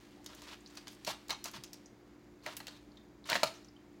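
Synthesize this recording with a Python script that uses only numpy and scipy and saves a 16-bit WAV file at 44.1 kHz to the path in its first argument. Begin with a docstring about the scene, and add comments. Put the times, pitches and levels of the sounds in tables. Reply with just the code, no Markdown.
"""Coarse salt surges and knocks in a plastic jar held upside down, gripped and jerked in a quiet kitchen.
Impacts of the salt excite the jar's damped modes; sliding, scraping and trickling are showers of tiny
random collisions. Hard lumps clack, stray crystals ping, the stressed plastic ticks under the fingers
and the palms bump it softly. Near surfaces echo, the room reverberates and a refrigerator hums behind."""
import sys
import numpy as np
from scipy import signal
from scipy.fft import rfft, irfft
from scipy.io import wavfile

SR = 44100
rng = np.random.default_rng(int(sys.argv[2]) if len(sys.argv) > 2 else 0)


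def wrap_up_sound(samples):
    """Save the sound to the file named by the first command line argument, as 16-bit audio."""
    columns = np.atleast_2d(samples).T
    # keep every value between -1 and 1, then stretch to whole-number steps
    tamed = np.clip(columns, -1, 1)
    steps = np.round(tamed * 32767).astype(np.int16)
    wavfile.write(sys.argv[1], SR, steps)


N = 176400
T = np.arange(N) / SR
HIT_T = T[:SR // 8]  # time axis of one short event
IMPULSE = 1. * (HIT_T == 0)


def knocks():
    """Impact excitation: the mass of salt hits the wall, giving a crack and the jar's hollow ring."""
    # Impacts. Each row: start in seconds, level in dB, tilt in dB per octave, ring gain in dB.
    impacts = [(0.262, -64, -1, -8), (1.0752, -36.5, 1.5, -5), (1.0763, -42, -6, 6), (1.0925, -55, 2, -12),
               (1.2945, -41, 0.5, -9), (1.2985, -45, 4, -19), (1.3055, -33, 3, -5), (1.4562, -53, -0.5, 9),
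               (2.4632, -40, 2, -7), (2.603, -43, 0.5, -6), (3.2995, -31.5, 4.5, -4),
               (3.3188, -32, -1.5, -7), (3.3294, -35, -1.5, -6), (3.3443, -55, 4, -11),
               (3.3548, -31, 0, -2.5), (3.3602, -40.5, 4, 1.5), (3.4324, -22, 0, -2.5),
               (3.4354, -30, 3, -8)]
    # Spectrum of the crack. Each row: frequency in Hz, relative level in dB.
    crack_spectrum = [(50, -36), (130, 3), (260, 1.5), (380, -13), (600, 10), (2000, 3), (5000, -2),
                      (8500, -12), (11000, -19), (16000, -17)]
    out = np.zeros(N)
    for start, db, tilt_db, ring_db in impacts:
        crack = unit_attack(colour(snap(decay_s=.004, edge=7.4), crack_spectrum, tilt_db))
        body = unit_attack(jar(IMPULSE, tilt_db, scatter_db=1.5))
        add(out, start, from_db(db) * (from_db(-2.5) * crack + from_db(ring_db) * body))
    return out


def slides():
    """Granular friction: salt surges along the wall in a shower of collisions that also rings the jar."""
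    # Surges. Each row: start in seconds, length in seconds, level in dB, tilt in dB per octave.
    surges = [(0.286, 0.054, -57, -0.5), (0.363, .05, -61, 1.5), (0.416, .04, -56.5, 1),
              (0.465, 0.078, -51.5, 0), (0.766, 0.014, -52.5, 2), (0.877, 0.075, -64, 8),
              (1.063, 0.05, -41, 2), (1.117, 0.021, -51, -1), (1.293, 0.036, -43, 0),
              (1.445, 0.04, -48.5, 1.5), (1.532, 0.041, -48.5, 1), (2.431, 0.042, -60, 2.5),
              (2.456, 0.032, -46, -2), (2.486, 0.05, -52.5, 0.5), (2.682, 0.092, -63.5, 1),
              (3.252, 0.071, -52.5, 1), (3.286, 0.085, -38, -0.3), (3.374, 0.049, -50.5, 0.5),
              (3.43, 0.0087, -36, 3), (3.46, 0.021, -47.5, 2.5)]
    # Spectrum of sliding salt. Each row: frequency in Hz, relative level in dB.
    spectrum = [(60, -16), (160, -13.5), (390, -6.5), (520, -1.5), (670, 4.5), (780, -4.5), (950, 6),
                (1400, -0.5), (2400, -1), (4200, -1), (6500, -8.5), (8500, -15.5), (16000, -23.5)]
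    full_surge_db = -39.5
    out, t = np.zeros(N), T[:SR // 4]
    for start, length, db, tilt_db in surges:
        per_s = 3000 * from_db(0.43 * (db - full_surge_db))  # gentler surges move fewer grains
        shower = crunch(len(t), per_s, spread_db=3.0)
        rush = unit_rms(colour(shower, spectrum, tilt_db))
        body = from_db(-20) * unit_rms(jar(shower, tilt_db, scatter_db=3))
        envelope = held(t, length, attack_s=0.0066, release_s=0.0079)
        add(out, start, from_db(db) * envelope * unit_rms(rush + body))
    return out


def jar(force, tilt_db, scatter_db):
    """Modal superposition: the jar's resonances add with alternating signs and random strengths."""
    # Modes of the filled jar. Each row: frequency in Hz, relative level in dB, 60 dB decay in seconds.
    modes = [(450, -9.5, 0.058), (545, -4, 0.051), (681, 3.5, 0.045), (840, 0, 0.022), (964, -1.5, 0.042),
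             (1200, -3.5, 0.032), (1357, -1.5, 0.042), (1920, -23, 0.018), (2300, -3, 0.012),
             (2790, -1.5, 0.03), (3980, -14.5, 0.0094), (4100, 4, 0.027), (4390, -6, 0.054),
             (5090, -3, 0.027), (6990, -11, 0.023)]
    out = 0
    for k, (hz, db, t60) in enumerate(modes):
        strength = from_db(db + tilt_db * octaves(hz) + scatter_db * rng.standard_normal())
        out += (-1) ** k * strength * ring(force, hz, t60)
    return out


def lumps():
    """Heavily damped vibration: a hard lump strikes the wall with a short two-toned clack."""
    # Lump impacts. Each row: start in seconds, level in dB, lower frequency in Hz.
    clacks = [(2.4636, -38.5, 1960), (3.3102, -37.5, 1280), (3.3198, -34.5, 1570), (3.3296, -30.5, 1860),
              (3.3307, -35, 4050), (3.3547, -31, 1840), (3.362, -39, 2060)]
    out, t60 = np.zeros(N), 0.0076
    for start, db, hz in clacks:
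        clack = ring(IMPULSE, hz, t60) - from_db(-7) * ring(IMPULSE, hz * 1.29, t60)
        add(out, start, from_db(db) * unit_attack(clack))
    return out


def scrapes():
    """Forced resonance: grains grind on one patch of wall, which sings in a narrow band."""
    # Scrapes. Each row: start in seconds, length in seconds, level in dB, band centre in Hz.
    patches = [(0.168, 0.042, -67, 790), (1.077, 0.0083, -42, 613), (1.096, 0.017, -44, 902),
               (1.292, .008, -42.5, 4200), (1.305, 0.0074, -36.5, 3930), (1.306, 0.023, -48.5, 5900),
               (1.323, 0.012, -46, 930), (2.479, 0.013, -53.5, 700), (2.68, 0.011, -52, 4170),
               (2.72, 0.077, -69, 3930), (3.537, 0.037, -64, 6000)]
    out = np.zeros(N)
    for start, length, db, hz in patches:
        envelope = held(HIT_T, length, attack_s=0.0038, release_s=0.0034)
        grinding = grains(len(HIT_T), per_s=3000, spread_db=-1)
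        rasp = envelope * band_around(grinding, hz, width=0.079)
        envelope_rms = np.sqrt(np.mean(envelope ** 2))
        add(out, start, from_db(db) * unit_rms(rasp) * envelope_rms)
    return out


def ticks():
    """Release of elastic stress: the gripped plastic lets go with a bright snap and one short ring."""
    # Ticks. Each row: start in seconds, relative level in dB, ring in Hz, tilt in dB per octave.
    releases = [(0.244, -62, 7040, 4), (0.262, -46.5, 4900, 0), (0.349, -57, 6000, 7),
                (.419, -54.5, 4130, -0.5), (0.754, -61.5, 5870, 2), (0.7724, -48, 5000, -4),
                (0.871, -49.5, 3280, -5.5), (0.88, -48, 3660, -2.5), (0.931, -63, 6600, -5),
                (1.048, -45.5, 4000, 1.5), (1.0913, -48, 9920, -6), (1.2826, -55, 4600, 2),
                (1.4417, -41.5, 5760, 3.5), (1.4563, -44.5, 6150, -2.5), (1.472, -56, 5900, 4),
                (1.514, -57, 11200, 3), (1.6372, -47, 6200, 1.5), (1.643, -52.5, 6200, -2.5),
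                (1.7318, -49, 5730, 2), (1.742, -56, 4800, -1.5), (2.5676, -43, 11500, 3.5),
                (2.572, -49.5, 12600, -4.5), (2.6694, -46.5, 3350, -1.5), (2.681, -47.5, 4200, -4.5),
                (2.9743, -66, 4340, -6), (3.274, -57, 6500, 3), (3.344, -47, 5230, 2),
                (3.3605, -50, 12900, 21)]
    # Spectrum of the snap. Each row: frequency in Hz, relative level in dB.
    spectrum = [(200, -21.5), (900, -9.5), (1800, -7), (3300, -2.5), (6500, 0), (8500, -7.5), (16000, -12)]
    out = np.zeros(N)
    for start, db, hz, tilt_db in releases:
        burst = unit_attack(colour(snap(decay_s=.0032, edge=1.6), spectrum, tilt_db))
        ringing = from_db(-8) * chink(hz, width=0.17, decay_s=0.011)
        add(out, start, from_db(db + 1.5) * (burst + ringing))
    return out


def pings():
    """Free vibration: single crystals drop and ring, each with a chink and a decaying tone."""
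    # Drops. Each row: start in seconds, level in dB, frequency in Hz, the tone's 60 dB decay in seconds.
    drops = [(.6056, -69, 7350, 0.015), (0.661, -55.5, 4560, 0.027), (.674, -61.5, 6000, .02),
             (0.703, -67, 7300, .02), (1.859, -59, 6000, 0.017), (2.426, -67, 4300, .02),
             (2.918, -69.5, 4430, .02), (2.971, -60, 3600, 0.15), (3.242, -60.5, 4120, 0.018),
             (3.6465, -62.5, 5950, 0.013), (3.685, -65, 5200, 0.027), (3.765, -65.5, 3130, 0.032)]
    out = np.zeros(N)
    for start, db, hz, t60 in drops:
        tone = from_db(-2) * unit_attack(ring(IMPULSE, hz, t60))
        add(out, start, from_db(db) * (chink(hz, width=0.14, decay_s=0.0059) + tone))
    return out


def bumps():
    """Soft contact excites only low frequencies: a palm's push swells and dies as a dull scuff."""
    # Pushes of the palms. Each row: start in seconds, level in dB, band centre in Hz.
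    pushes = [(1.087, -60, 126), (1.306, -54, 145), (1.544, -51, 161), (1.576, -56, 144),
              (3.355, -49.5, 192), (3.436, -50.5, 121)]
    rise_s = 0.0096
    out, age = np.zeros(N), HIT_T / rise_s
    for start, db, hz in pushes:
        scuff = unit_rms(band_around(rng.standard_normal(len(HIT_T)), hz, width=0.26))
        add(out, start, from_db(db) * age * np.exp(1 - age) * scuff)
    return out


def trickle():
    """Shot noise: fine grains run in a swelling and ebbing stream, with coarser scratches among them."""
    # Strength of the stream. Each row: time in seconds, relative level in dB.
    flow = [(0, -67), (.23, -71.5), (.29, -67.5), (.52, -68.5), (.62, -70.5), (.76, -66), (.94, -70.5),
            (1.02, -69), (1.36, -70.5), (1.5, -70), (1.72, -71), (1.96, -77.5), (2.4, -77), (2.6, -64),
            (2.85, -75.5), (3.22, -79), (3.5, -62.5), (3.72, -78), (4, -77)]
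    # Spectrum of the fine grains. Each row: frequency in Hz, relative level in dB.
    fine_spectrum = [(500, -6), (2000, 2), (4500, -1), (7000, -8.5), (9000, -13.5), (16000, -17.5)]
    # Spectrum of the scratches. Each row: frequency in Hz, relative level in dB.
    scratch_spectrum = [(500, 18), (2000, -5), (3800, 9), (7000, 7.5), (9000, 10), (11500, 3), (16000, 7)]
    fine = unit_rms(colour(grains(N, per_s=3000, spread_db=-0.5), fine_spectrum))
    coarse = unit_rms(colour(crunch(N, per_s=90, spread_db=-1.0), scratch_spectrum))
    envelope = from_db(np.interp(T, *np.transpose(flow)))
    return envelope * (from_db(2) * fine + from_db(-9) * coarse)


def echoes(x):
    """Early reflection: table, ceiling and cupboards return delayed, slightly smeared copies."""
    # Reflections. Each row: delay in seconds, gain in dB, lowest reflected frequency in Hz.
    reflections = [(.0068, -16.5, 100), (.0115, -17.5, 100), (0.024, -20.5, 900), (.0395, -22, 1500)]
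    response = np.zeros(N)
    for delay, db, low_hz in reflections:
        smear = band(snap(decay_s=0.00081, edge=3), low_hz, 12000)
        add(response, delay, from_db(db) * unit_energy(smear))
    return signal.fftconvolve(x, response[:len(HIT_T)])[:N]


def kitchen(x):
    """Reverberation: a diffuse field builds up quickly and decays exponentially, band by band."""
    # Reverberation times. Each row: frequency in Hz, 60 dB decay in seconds.
    decay_times = [(100, 0.22), (700, 0.29), (3500, 0.47), (8000, 0.35), (16000, 0.44)]
    # Spectrum of the reverberation. Each row: frequency in Hz, relative level in dB.
    spectrum = [(100, -4), (680, 0), (1400, 0), (4000, -4), (8000, -1), (16000, -10.5)]
    t, edges_hz = T[:SR * 2 // 3], np.geomspace(70, 18000, 9)
    tail, build_s = np.zeros(len(t)), 0.011
    for low, high in zip(edges_hz, edges_hz[1:]):
        t60 = at_hz(decay_times, np.sqrt(low * high))
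        tail += band(rng.standard_normal(len(t)), low, high) * from_db(-60 * t / t60)
    tail *= 1 - np.exp(-(t / build_s) ** 2)
    return from_db(-12.5) * signal.fftconvolve(x, colour(unit_energy(tail), spectrum))[:N]


def refrigerator():
    """A line spectrum: the hum is a sum of tones, each wavering slightly in level and phase."""
    # Tones of the hum. Each row: frequency in Hz, rms level in dB.
    tones = [(58.5, -74), (119, -72.5), (209, -70), (235, -76), (294.5, -63.5), (353.5, -66.5),
             (4770, -88.5)]
    waver_db, wander_rad = 1, 0.13
    hum = np.zeros(N)
    for hz, db in tones:
        amplitude = from_db(db + waver_db * drift(per_s=4.53)) * np.sqrt(2)
        hum += amplitude * np.sin(2 * np.pi * hz * T + wander_rad * drift(per_s=6.2))
    return hum


def room_air():
    """Stationary broadband noise: the room's faint air, strongest in the bass."""
    # Spectrum of the air noise. 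Each row: frequency in Hz, relative level in dB.
    spectrum = [(25, -26.5), (42, -8.5), (56, -6.5), (85, -13), (120, -10.5), (145, -11), (190, -5),
                (260, -10), (320, -4.5), (390, -9), (470, -13.5), (900, -18.5), (1500, -24), (2200, -25.5),
                (3000, -42), (4700, -39.5), (5400, -38.5), (7200, -34.5), (8200, -56), (10500, -50.5),
                (16000, -44)]
    return from_db(-61.5) * unit_rms(colour(rng.standard_normal(N), spectrum))


def grains(n, per_s, spread_db):
    """A Poisson process: independent clicks of uneven size and random sign."""
    sizes = from_db(spread_db * np.minimum(rng.exponential(1, n), 4))
    return sizes * rng.choice([-1, 1], n) * (rng.random(n) < per_s / SR)


def crunch(n, per_s, spread_db):
    """Incoherent addition: grains that sound in one band each and broadband clicks share the power."""
    edges_hz, pitched_share = np.geomspace(60, 17000, 13), 0.65
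    pitched = sum(band(grains(n, per_s / 2, spread_db), low, high)
                  for low, high in zip(edges_hz, edges_hz[1:]))
    clicks = grains(n, per_s, spread_db)
    return np.sqrt(pitched_share) * unit_rms(pitched) + np.sqrt(1 - pitched_share) * unit_rms(clicks)


def snap(decay_s, edge):
    """A transient: an impulse of height edge, then exponentially decaying noise."""
    burst = rng.standard_normal(len(HIT_T)) * np.exp(-HIT_T / decay_s)
    burst[0] = edge
    return burst


def chink(hz, width, decay_s):
    """A transient confined to a narrow band is heard as a short ring."""
    return unit_attack(band_around(snap(decay_s, edge=3.6), hz, width))


def ring(x, hz, t60):
    """A damped oscillator: a unit impulse starts a decaying sine of height 1."""
    radius, angle = from_db(-60 / (t60 * SR)), 2 * np.pi * hz / SR
    return signal.lfilter([0, np.sin(angle)], [1, -2 * radius * np.cos(angle), radius ** 2], x + 1e-18)


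def held(t, length, attack_s, release_s):
    """An envelope: linear attack, hold until length, exponential release."""
    return np.minimum(t / attack_s, 1) * np.exp(-np.maximum(t - length, 0) / release_s)


def drift(per_s):
    """Slow modulation: straight lines join random values of spread 1."""
    knots = rng.standard_normal(200)
    return np.interp(T * per_s, np.arange(len(knots)), knots)


def colour(x, spectrum, tilt_db=0, size=4096):
    """A minimum-phase filter with the given spectrum and tilt per octave."""
    hz = np.maximum(np.arange(size // 2 + 1) * SR / size, 1)
    gain = from_db(at_hz(spectrum, hz) + tilt_db * octaves(hz))
    cepstrum = irfft(np.log(gain))
    cepstrum[1:size // 2] *= 2  # folding onto positive time makes the filter causal
    cepstrum[size // 2 + 1:] = 0
    response = irfft(np.exp(rfft(cepstrum)))
    return signal.fftconvolve(x, response)[:len(x)]


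def band(x, low, high):
    """Band-pass between two frequencies in Hz."""
    sections = signal.butter(2, [low, min(high, SR / 2 - 10)], "band", fs=SR, output="sos")
    return signal.sosfilt(sections, x)


def band_around(x, hz, width):
    """Band-pass reaching a ratio of 1 + width either side of hz."""
    return band(x, hz / (1 + width), hz * (1 + width))


def octaves(hz):
    """Octaves above the middle of the jar's range, constant in the bass."""
    return np.log2(np.maximum(hz, 400) / 1500)


def at_hz(points, hz):
    """Interpolate a table on a log-frequency axis."""
    frequencies, values = np.transpose(points)
    return np.interp(np.log(hz), np.log(frequencies), values)


def from_db(db):
    """Decibels to amplitude gain."""
    return 10 ** (np.asarray(db) / 20)


def unit_rms(x):
    """Scale to rms 1."""
    return x / np.sqrt(np.mean(x ** 2) + 1e-20)


def unit_attack(x):
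    """Scale so that the first 6 ms have rms 1."""
    return x / np.sqrt(np.mean(x[:264] ** 2) + 1e-20)


def unit_energy(x):
    """Scale so that the squares sum to 1."""
    return x / np.sqrt(np.sum(x ** 2))


def add(out, start_s, x):
    """Mix x into out from start_s on."""
    i = int(start_s * SR)
    out[i:i + len(x)] += x[:N - i]


def scene():
    """Superposition: the jar's direct sound, its reflections and the kitchen's background, in mono."""
    direct = knocks() + lumps() + bumps() + ticks() + pings() + slides() + scrapes() + trickle()
    low_cut_hz = 79  # deep bass is cut from the direct sound
    direct = signal.sosfilt(signal.butter(2, low_cut_hz, "high", fs=SR, output="sos"), direct)
    return (direct + echoes(direct) + kitchen(direct) + refrigerator() + room_air())[None]


def record(dry):
    """Band limiting: a steep low-pass removes the highest treble."""
    cutoff_hz = 16100
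    return signal.sosfilt(signal.ellip(10, .2, 70, cutoff_hz, fs=SR, output="sos"), dry)


dry = scene()
out = record(dry)
wrap_up_sound(out)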